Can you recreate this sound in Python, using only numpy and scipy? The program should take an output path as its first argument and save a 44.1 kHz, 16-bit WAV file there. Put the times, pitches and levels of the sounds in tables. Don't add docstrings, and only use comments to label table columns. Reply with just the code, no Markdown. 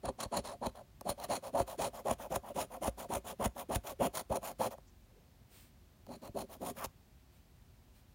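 import sys
import numpy as np
from scipy import signal
from scipy.fft import rfft, irfft, next_fast_len
from scipy.io import wavfile

SR = 44100
rng = np.random.default_rng(int(sys.argv[2]) if len(sys.argv) > 2 else 0)


def generate_wav(signal):
    frames = np.transpose(np.atleast_2d(signal))
    scaled = np.clip(frames, -1, 1) * 32767
    pcm = np.round(scaled).astype(np.int16)
    wavfile.write(sys.argv[1], SR, pcm)


N = 358974

# (time [s], crackle level [dB], level of the knock in the table [dB], length of the crackle [s])
SNAGS = [(0.053, -43.5, -43, 0.0075), (.086, -53, -38, 0.0093), (0.203, -41.5, -45.5, .01),
         (0.229, -42, -40.5, 0.011), (.367, -39, -35, 0.0093), (.666, -40.5, -35, 0.0032),
         (1.01, -41, -45.5, 0.0014), (1.089, -42, -30.5, 0.018), (1.199, -45, -54, 0.0018),
         (1.238, -43.5, -46, .015), (1.332, -45, -33, 0.0045), (1.552, -52, -37, .0024),
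         (1.598, -42, -28.5, 0.0033), (2.108, -39, -30.5, 0.007), (2.358, -37.5, -32, .004),
         (2.876, -48, -34, 0.0056), (3.151, -41, -47, 0.0048), (3.441, -43, -55, 0.011),
         (3.455, -34.5, -32.5, .005), (3.748, -35.5, -46, 0.0055), (3.756, -30.5, -49, 0.0044),
         (4.067, -46, -39, .004), (4.355, -44, -37.5, 0.0092), (4.368, -42, -48, 0.0036),
         (4.78, -65, -52, .005), (6.066, -53, -56, 0.0011), (6.841, -35.5, -40, 0.012),
         (6.856, -42, -50, 0.0038)]
# (time [s], level [dB], change of the scraping just after it [dB])
BUMPS = [(.076, -37, 5), (.26, -37.5, -12), (0.392, -41, -4.5), (.67, -35.5, -12.5), (1.099, -39, 5),
         (1.604, -35, -1), (2.115, -39, -6.5), (2.367, -38, -3.5), (2.88, -33, -6), (3.164, -37.5, -3.5),
         (3.464, -29.5, -10.5), (3.762, -26.5, -1), (4.011, -38, -1.5), (4.307, -33, -2),
         (6.295, -42.5, -2), (6.865, -47, 4)]


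def from_db(db):
    return 10 ** (np.asarray(db) / 20)


def rms_one(x):
    return x / np.sqrt(np.mean(x ** 2) + 1e-20)


def in_time(rows):
    return np.interp(np.arange(N) / SR, *np.transpose(rows))


def colour(x, spectrum):
    hz, db = np.transpose(spectrum)
    size = next_fast_len(N)
    bins_hz = np.maximum(np.fft.rfftfreq(size, 1 / SR), 1)
    gain = rms_one(from_db(np.interp(np.log(bins_hz), np.log(hz), db)))
    return irfft(rfft(x, size) * gain, size)[:N]


def band(x, low_hz, high_hz):
    sos = signal.butter(4, [low_hz, min(high_hz, SR * .45)], "band", fs=SR, output="sos")
    return signal.sosfiltfilt(sos, x)


def drift(rate):
    knots = np.arange(N) / SR * rate
    return rms_one(np.interp(knots, np.arange(N), rng.standard_normal(N)))


def resonate(x, hz, width_hz):
    r = np.exp(-np.pi * width_hz / SR)
    top = np.array([1, 0, -1]) * (1 - r * r) / 2
    bottom = [1, -2 * r * np.cos(2 * np.pi * hz / SR), r * r]
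    return signal.lfilter(top, bottom, x + 1e-18)


def slips(per_s, spread_db):
    sizes = from_db(spread_db * np.minimum(rng.exponential(1, N), 4))
    signs = rng.choice([-1, 1], N)
    happens = rng.random(N) < per_s / SR
    return rms_one(sizes * signs * happens)


def arch(phase, crest):
    warped = np.interp(phase, [0, np.clip(crest, .1, .9), 1], [0, .5, 1])
    return np.sin(np.pi * warped).clip(0)


def hand(overrun_s=.006, rasp_power=0.75, swell_power=1.3, release_power=2.4, return_power=1.77, pace_power=0.26):
    # (start [s], end [s], rasp level [dB], hiss level [dB], crest of the pressure [share of the stroke])
    strokes = [(.03, .115, -43.5, -57.5, 0.49), (.18, .275, -44, -50, 0.36), (.31, .41, -36.5, -45.5, .73),
               (.432, .565, -43.5, -52.5, 0.26), (.609, .7, -37.5, -51, 0.89),
               (.74, .825, -51.5, -62, 0.44), (1.047, 1.135, -42.5, -50, 0.59),
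               (1.168, 1.275, -45.5, -56.5, 0.58), (1.285, 1.395, -38.5, -42, 0.5),
               (1.42, 1.51, -44.5, -54.5, .48), (1.528, 1.635, -35, -47.5, 0.77),
               (1.665, 1.765, -45.5, -52, 0.35), (1.778, 1.895, -37.5, -41, 0.61),
               (1.925, 2.025, -46.5, -55.5, .4), (2.047, 2.145, -36.5, -44, 0.81),
               (2.183, 2.285, -43.5, -55, 0.27), (2.3, 2.39, -38.5, -47.5, 0.56),
               (2.42, 2.525, -45.5, -58.5, 0.65), (2.545, 2.66, -39.5, -43, 0.55),
               (2.695, 2.787, -46, -58, .52), (2.81, 2.9, -38, -45.5, 0.82),
               (2.968, 3.07, -45.5, -51, 0.38), (3.09, 3.195, -38.5, -45.5, 0.73),
               (3.238, 3.345, -45, -50.5, .46), (3.39, 3.48, -35, -47, 0.89),
               (3.55, 3.645, -45.5, -51, 0.42), (3.688, 3.785, -38.5, -46.5, .67),
               (3.83, 3.938, -45, -51, 0.57), (3.992, 4.085, -31, -44, 0.67),
               (4.13, 4.225, -43, -43.5, 0.48), (4.295, 4.395, -35.5, -50.5, 0.44),
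               (4.41, 4.535, -44, -49, 0.47), (4.588, 4.695, -34.5, -44.5, 0.55),
               (4.708, 4.755, -47.5, -58, 0.21), (6.075, 6.175, -52, -62.5, 0.73),
               (6.215, 6.3, -50.5, -57, 0.33), (6.342, 6.455, -44.5, -53.5, 0.57),
               (6.485, 6.575, -53.5, -58, 0.49), (6.598, 6.725, -44.5, -48.5, 0.74),
               (6.75, 6.87, -49.5, -52.5, 0.49)]
    # (rise of the rasp over a stroke that crests midway [dB], low rasp [dB], top hiss [dB], relative pace)
    push_style = (-13.5, -1, -3.0, 1.0)
    return_style = (2, -5.5, 0, 1.19)
    # (time [s], pace relative to usual)
    briskness = [(.4, 1.27), (1.2, 0.88), (1.8, 0.98), (2.15, 1.2), (2.6, 0.95), (3.6, 1.2), (4.1, 0.91),
                 (4.65, 1.25), (6.1, 0.84), (6.6, 1.14)]
    # (time [s], level [dB])
    low_rasp = [(.1, 1), (.5, -1), (1.7, -2), (3.6, 1.5), (4.6, -2), (6.1, 7.5), (6.8, 4)]
    # (time [s], level [dB])
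    top_hiss = [(.07, -32), (.3, -18), (.8, -10), (1.5, -7), (2.6, -4.5), (4.0, -4), (4.7, -4.5), (6.1, -8),
                (6.6, 0.5)]
    usual_stroke_s = 0.12
    rasp_lean_db = 41
    low_hiss_follows, top_hiss_follows = 0.47, 0.38

    speed, pace, pushing, rasp, hiss = np.zeros((5, N))
    bass_db, low_db, top_db = in_time(low_rasp), np.zeros(N), in_time(top_hiss)
    for k, (start, end, rasp_db, hiss_db, crest) in enumerate(strokes):
        span = np.arange(int((start - overrun_s) * SR), int((end + overrun_s) * SR))
        phase = np.linspace(0, 1, len(span))
        push = k % 2 == 0
        rise_db, stroke_bass_db, stroke_top_db, haste = push_style if push else return_style
        rise_db = rise_db + rasp_lean_db * (crest - .5)
        speed[span] = arch(phase, .39)
        pushing[span] = push
        pace[span] = haste * min((usual_stroke_s / (end - start)) ** pace_power, 1.15)
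        bass_db[span] += stroke_bass_db
        low_db[span] += low_hiss_follows * (rasp_db - hiss_db)
        top_db[span] += stroke_top_db + top_hiss_follows * (rasp_db - hiss_db)
        friction = np.tanh(3.54 * speed[span] ** 2) ** rasp_power
        rasp[span] += from_db(rasp_db) * rms_one(friction * from_db(rise_db * phase))
        power = np.where(phase < crest, swell_power, release_power) if push else return_power
        hiss[span] += from_db(hiss_db) * rms_one(arch(phase, crest) ** power)
    tones = from_db(np.array([bass_db, low_db, top_db]))
    return speed, pace * in_time(briskness), pushing, rasp, hiss, tones


def after_bumps(hold_s=0.054, grab_s=0.0017):
    t, db = np.arange(SR // 10) / SR, np.zeros(N)
    for s, level_db, change_db in BUMPS:
        shape = (1 - np.exp(-t / grab_s)) / (1 + (t / hold_s) ** 6)
        db[round(s * SR) + np.arange(len(t))] += change_db * shape
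    return from_db(db)


def judder(speed, slow_hz=330, fast_hz=930, unsteady=.16):
    wobble = np.exp(unsteady * drift(450) + .1 * drift(7))
    hz = (slow_hz + (fast_hz - slow_hz) * speed ** 2) * wobble
    wave = np.sqrt(2) * np.sin(2 * np.pi * np.cumsum(hz) / SR)
    return wave * from_db(0.57 * drift(160))


def knocks(ring_s=0.01):
    force = np.zeros(N)
    for s, crackle_db, knock_db, length in SNAGS:
        force[round((s + .001) * SR)] = from_db(knock_db) * np.sqrt(SR * ring_s)
    return signal.sosfilt(signal.butter(2, 1500, fs=SR, output="sos"), force)


def table_top(speed, pace, pushing, rasp, bass, slow_hz=380, fast_hz=1200, judder_db=-18, bass_edge_hz=450):
    # (pitch [Hz], width [Hz], relative level [dB])
    table_modes = [(57.6, 8.3, -6), (109.4, 25, -8.5), (175.5, 43, -5.5), (242.4, 42, -2), (390, 42, -4.5),
                   (522.3, 48.7, 0), (575, 61.5, 1), (693, 19, 0.5), (839, 18, -3), (944, 33, -3.5),
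                   (1090, 114, -7.5), (1317, 62, -14), (1550, 290, -19), (1830, 250, -16.5)]
    friction = slips(4000, spread_db=2.0) * from_db(1.0 * drift(110))
    force = rasp * (friction + from_db(judder_db) * pushing * judder(speed))
    tugs = knocks()
    reach_hz = slow_hz + (fast_hz - slow_hz) * (pace * speed) ** 2
    out, power = 0, 0
    for k, (hz, width_hz, db) in enumerate(table_modes):
        drive = (fast_hz / reach_hz) ** .45 / np.sqrt(1 + (hz / reach_hz) ** 8)
        weight = bass if hz < bass_edge_hz else 1
        ring = resonate(force * drive * weight + tugs, hz, max(width_hz, hz / 12))
        out = out + (-1) ** k * from_db(db) * ring
        power += from_db(db) ** 2 * np.pi * width_hz / SR
    return out / np.sqrt(power)


def lingering(hiss, level_db=-27, fade_s=0.037):
    r = np.exp(-1 / (fade_s * SR))
    return hiss + from_db(level_db) * signal.lfilter([1 - r], [1, -r], hiss)


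def snags(fade_s=0.00088):
    crackle, t = np.zeros(N), np.arange(SR // 20) / SR
    for s, crackle_db, knock_db, length in SNAGS:
        burst = np.exp(-np.maximum(t - length, 0) / fade_s)
        crackle[round(s * SR) + np.arange(len(t))] += from_db(crackle_db) * burst
    return crackle


def coin_ring(edge):
    # (pitch [Hz], width [Hz], relative level [dB])
    coin_modes = [(2550, 59, -3.5), (3220, 290, -5), (7080, 220, -1), (6780, 230, -1), (14150, 380, -16),
                  (14100, 450, -11)]
    # (pitch [Hz], width [Hz])
    main_ring = [(9590, 270), (9810, 250)]
    main_ring_db = 6
    # (pitch [Hz], width [Hz])
    loose_modes = [(4110, 280), (4330, 280)]
    # (time [s], level [dB])
    looseness = [(0, 5), (0.8, 4), (1.3, 2), (1.7, -1.5), (2.3, -18), (4.7, -3.5), (6.1, 7.5), (6.45, 2.5),
                 (6.9, -24)]
    ring = 0
    for hz, width_hz, db in coin_modes:
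        ring = ring + from_db(db + 0.64 * drift(5.9)) * resonate(edge, hz, width_hz)
    for hz, width_hz in main_ring:
        ring = ring + from_db(main_ring_db + 1.8 * drift(15)) * resonate(edge, hz, width_hz)
    loose = band(edge, low_hz=3850, high_hz=4650) * from_db(in_time(looseness))
    for hz, width_hz in loose_modes:
        ring = ring + resonate(loose, hz, width_hz)
    return ring


def coating(pushing, hiss, low, top, crackle, card_db=-2, light_ring_db=-3, wander_db=2.5, snag_top_db=-4.0):
    # (frequency [Hz], relative level per Hz [dB])
    hiss_colour = [(500, 3), (1100, 11.5), (1700, 0), (2800, -0.5), (3700, -0.5), (4700, -3), (5600, -0.5),
                   (7400, -0.5), (8900, -7.5), (10400, -12), (11400, 3.5), (12700, 1), (14300, 9),
                   (16000, 2.5)]
    force = hiss * from_db(2.1 * drift(260) + 1.2 * drift(55)) + crackle
    edge = slips(13000, spread_db=3.0) * force * from_db(light_ring_db * (1 - pushing))
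    card = colour(slips(13000, spread_db=3.0) * force, hiss_colour)
    for hz in np.geomspace(1800, 13000, num=14):
        card = card + (from_db(wander_db * drift(11)) - 1) * resonate(card, hz, hz / 10)
    sound = from_db(card_db) * card + coin_ring(edge)
    sliding = hiss / (hiss + crackle + 1e-9)
    low_gain = low ** sliding
    top_gain = top ** sliding * from_db(snag_top_db * (1.5 - sliding))
    lows = band(sound, low_hz=1100, high_hz=3500)
    tops = band(sound, low_hz=10500, high_hz=19000)
    return sound + (low_gain - 1) * lows + (top_gain - 1) * tops


def flick(swell_db_per_s=112, attack_s=0.0091, release_s=0.012):
    # (start [s], snap [s], level at the snap [dB])
    start, snap, db = (6.772, 6.838, -45.5)
    # (frequency [Hz], relative level per Hz [dB])
    bent_card = [(500, -29.5), (1050, 8.5), (1500, -1), (2200, -6), (3200, -10), (4500, -35), (9000, -38)]
    gate = in_time([(start - attack_s, 0), (start, 1), (snap, 1), (snap + release_s, 0)])
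    swell_db = swell_db_per_s * np.minimum(np.arange(N) / SR - snap, 0)
    return gate * from_db(db + swell_db) * colour(slips(5000, spread_db=-4.0), bent_card)


def bumps():
    # (pitch [Hz], level [dB], time to fade by 60 dB [s])
    sway_modes = [(60.6, -3.5, 0.096), (101, 3, 0.045), (211, -4.5, 0.056)]
    t = np.arange(SR // 4) / SR
    sway = sum(from_db(db - 60 * t / t60) * np.sin(2 * np.pi * hz * t) for hz, db, t60 in sway_modes)
    out = np.zeros(N)
    for s, db, change_db in BUMPS:
        out[round(s * SR) + np.arange(len(t))] -= from_db(db) * sway
    return out


def swell(s, length, crest=0.36):
    return arch((np.arange(N) / SR - s) / length + crest, crest) ** 1.5


def brushes(rustle_width=1.29):
    # (time when loudest [s], length [s], level [dB])
    brush_touches = [(5.567, 0.25, -60), (7.35, .13, -72), (7.97, 0.12, -69)]
    # (frequency [Hz], relative level per Hz [dB])
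    brush_colour = [(300, 3), (1200, -3), (2200, 1.5), (4000, 0), (6500, -5.5), (9000, 1), (11000, -8),
                    (13000, -1), (16000, 0.5)]
    # (time when loudest [s], length [s], level [dB], centre [Hz])
    rustles = [(4.881, .05, -71.5, 5900), (5.15, 0.27, -72.5, 450)]
    noise = rng.standard_normal(N)
    touch = sum(from_db(db) * swell(s, length) for s, length, db in brush_touches)
    out = touch * colour(noise, brush_colour)
    for s, length, db, hz in rustles:
        rustle = rms_one(band(noise, hz / max(rustle_width, 1.1), hz * rustle_width))
        out = out + from_db(db) * swell(s, length) * rustle
    return out


def room(x, t60=0.18, wet_db=-20, wall_hz=6500):
    t = np.arange(SR // 2) / SR
    tail = rng.standard_normal(len(t)) * from_db(-60 * t / t60) * (t > .005)
    dull = signal.butter(1, wall_hz, fs=SR, output="sos")
    tail = signal.sosfilt(dull, tail / np.linalg.norm(tail))
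    return x + from_db(wet_db) * signal.fftconvolve(x, tail)[:N]


def room_tone(level_db=-61):
    # (frequency [Hz], relative level per Hz [dB])
    tone_colour = [(20, -20), (42, 4.5), (65, 0.5), (110, -3), (180, -10), (260, -11.5), (320, -20),
                   (365, -13.5), (415, -23), (660, -20.5), (1300, -28), (4000, -31.5), (10000, -37.5),
                   (16000, -34.5)]
    return from_db(level_db) * colour(rng.standard_normal(N), tone_colour)


def scene():
    speed, pace, pushing, rasp, hiss, (bass, low, top) = hand()
    bump_gain = after_bumps()
    scrape = table_top(speed, pace, pushing, rasp * bump_gain, bass)
    scrape = scrape + coating(pushing, lingering(hiss * bump_gain), low, top, snags())
    sources = scrape + flick() + bumps() + brushes()
    return (room(sources) + room_tone())[None]


def record(dry, low_cut_hz=42, cutoff_hz=15900):
    thin = signal.sosfilt(signal.butter(3, low_cut_hz, "high", fs=SR, output="sos"), dry)
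    return signal.sosfilt(signal.ellip(10, .1, 80, cutoff_hz, fs=SR, output="sos"), thin)


dry = scene()
out = record(dry)
generate_wav(out)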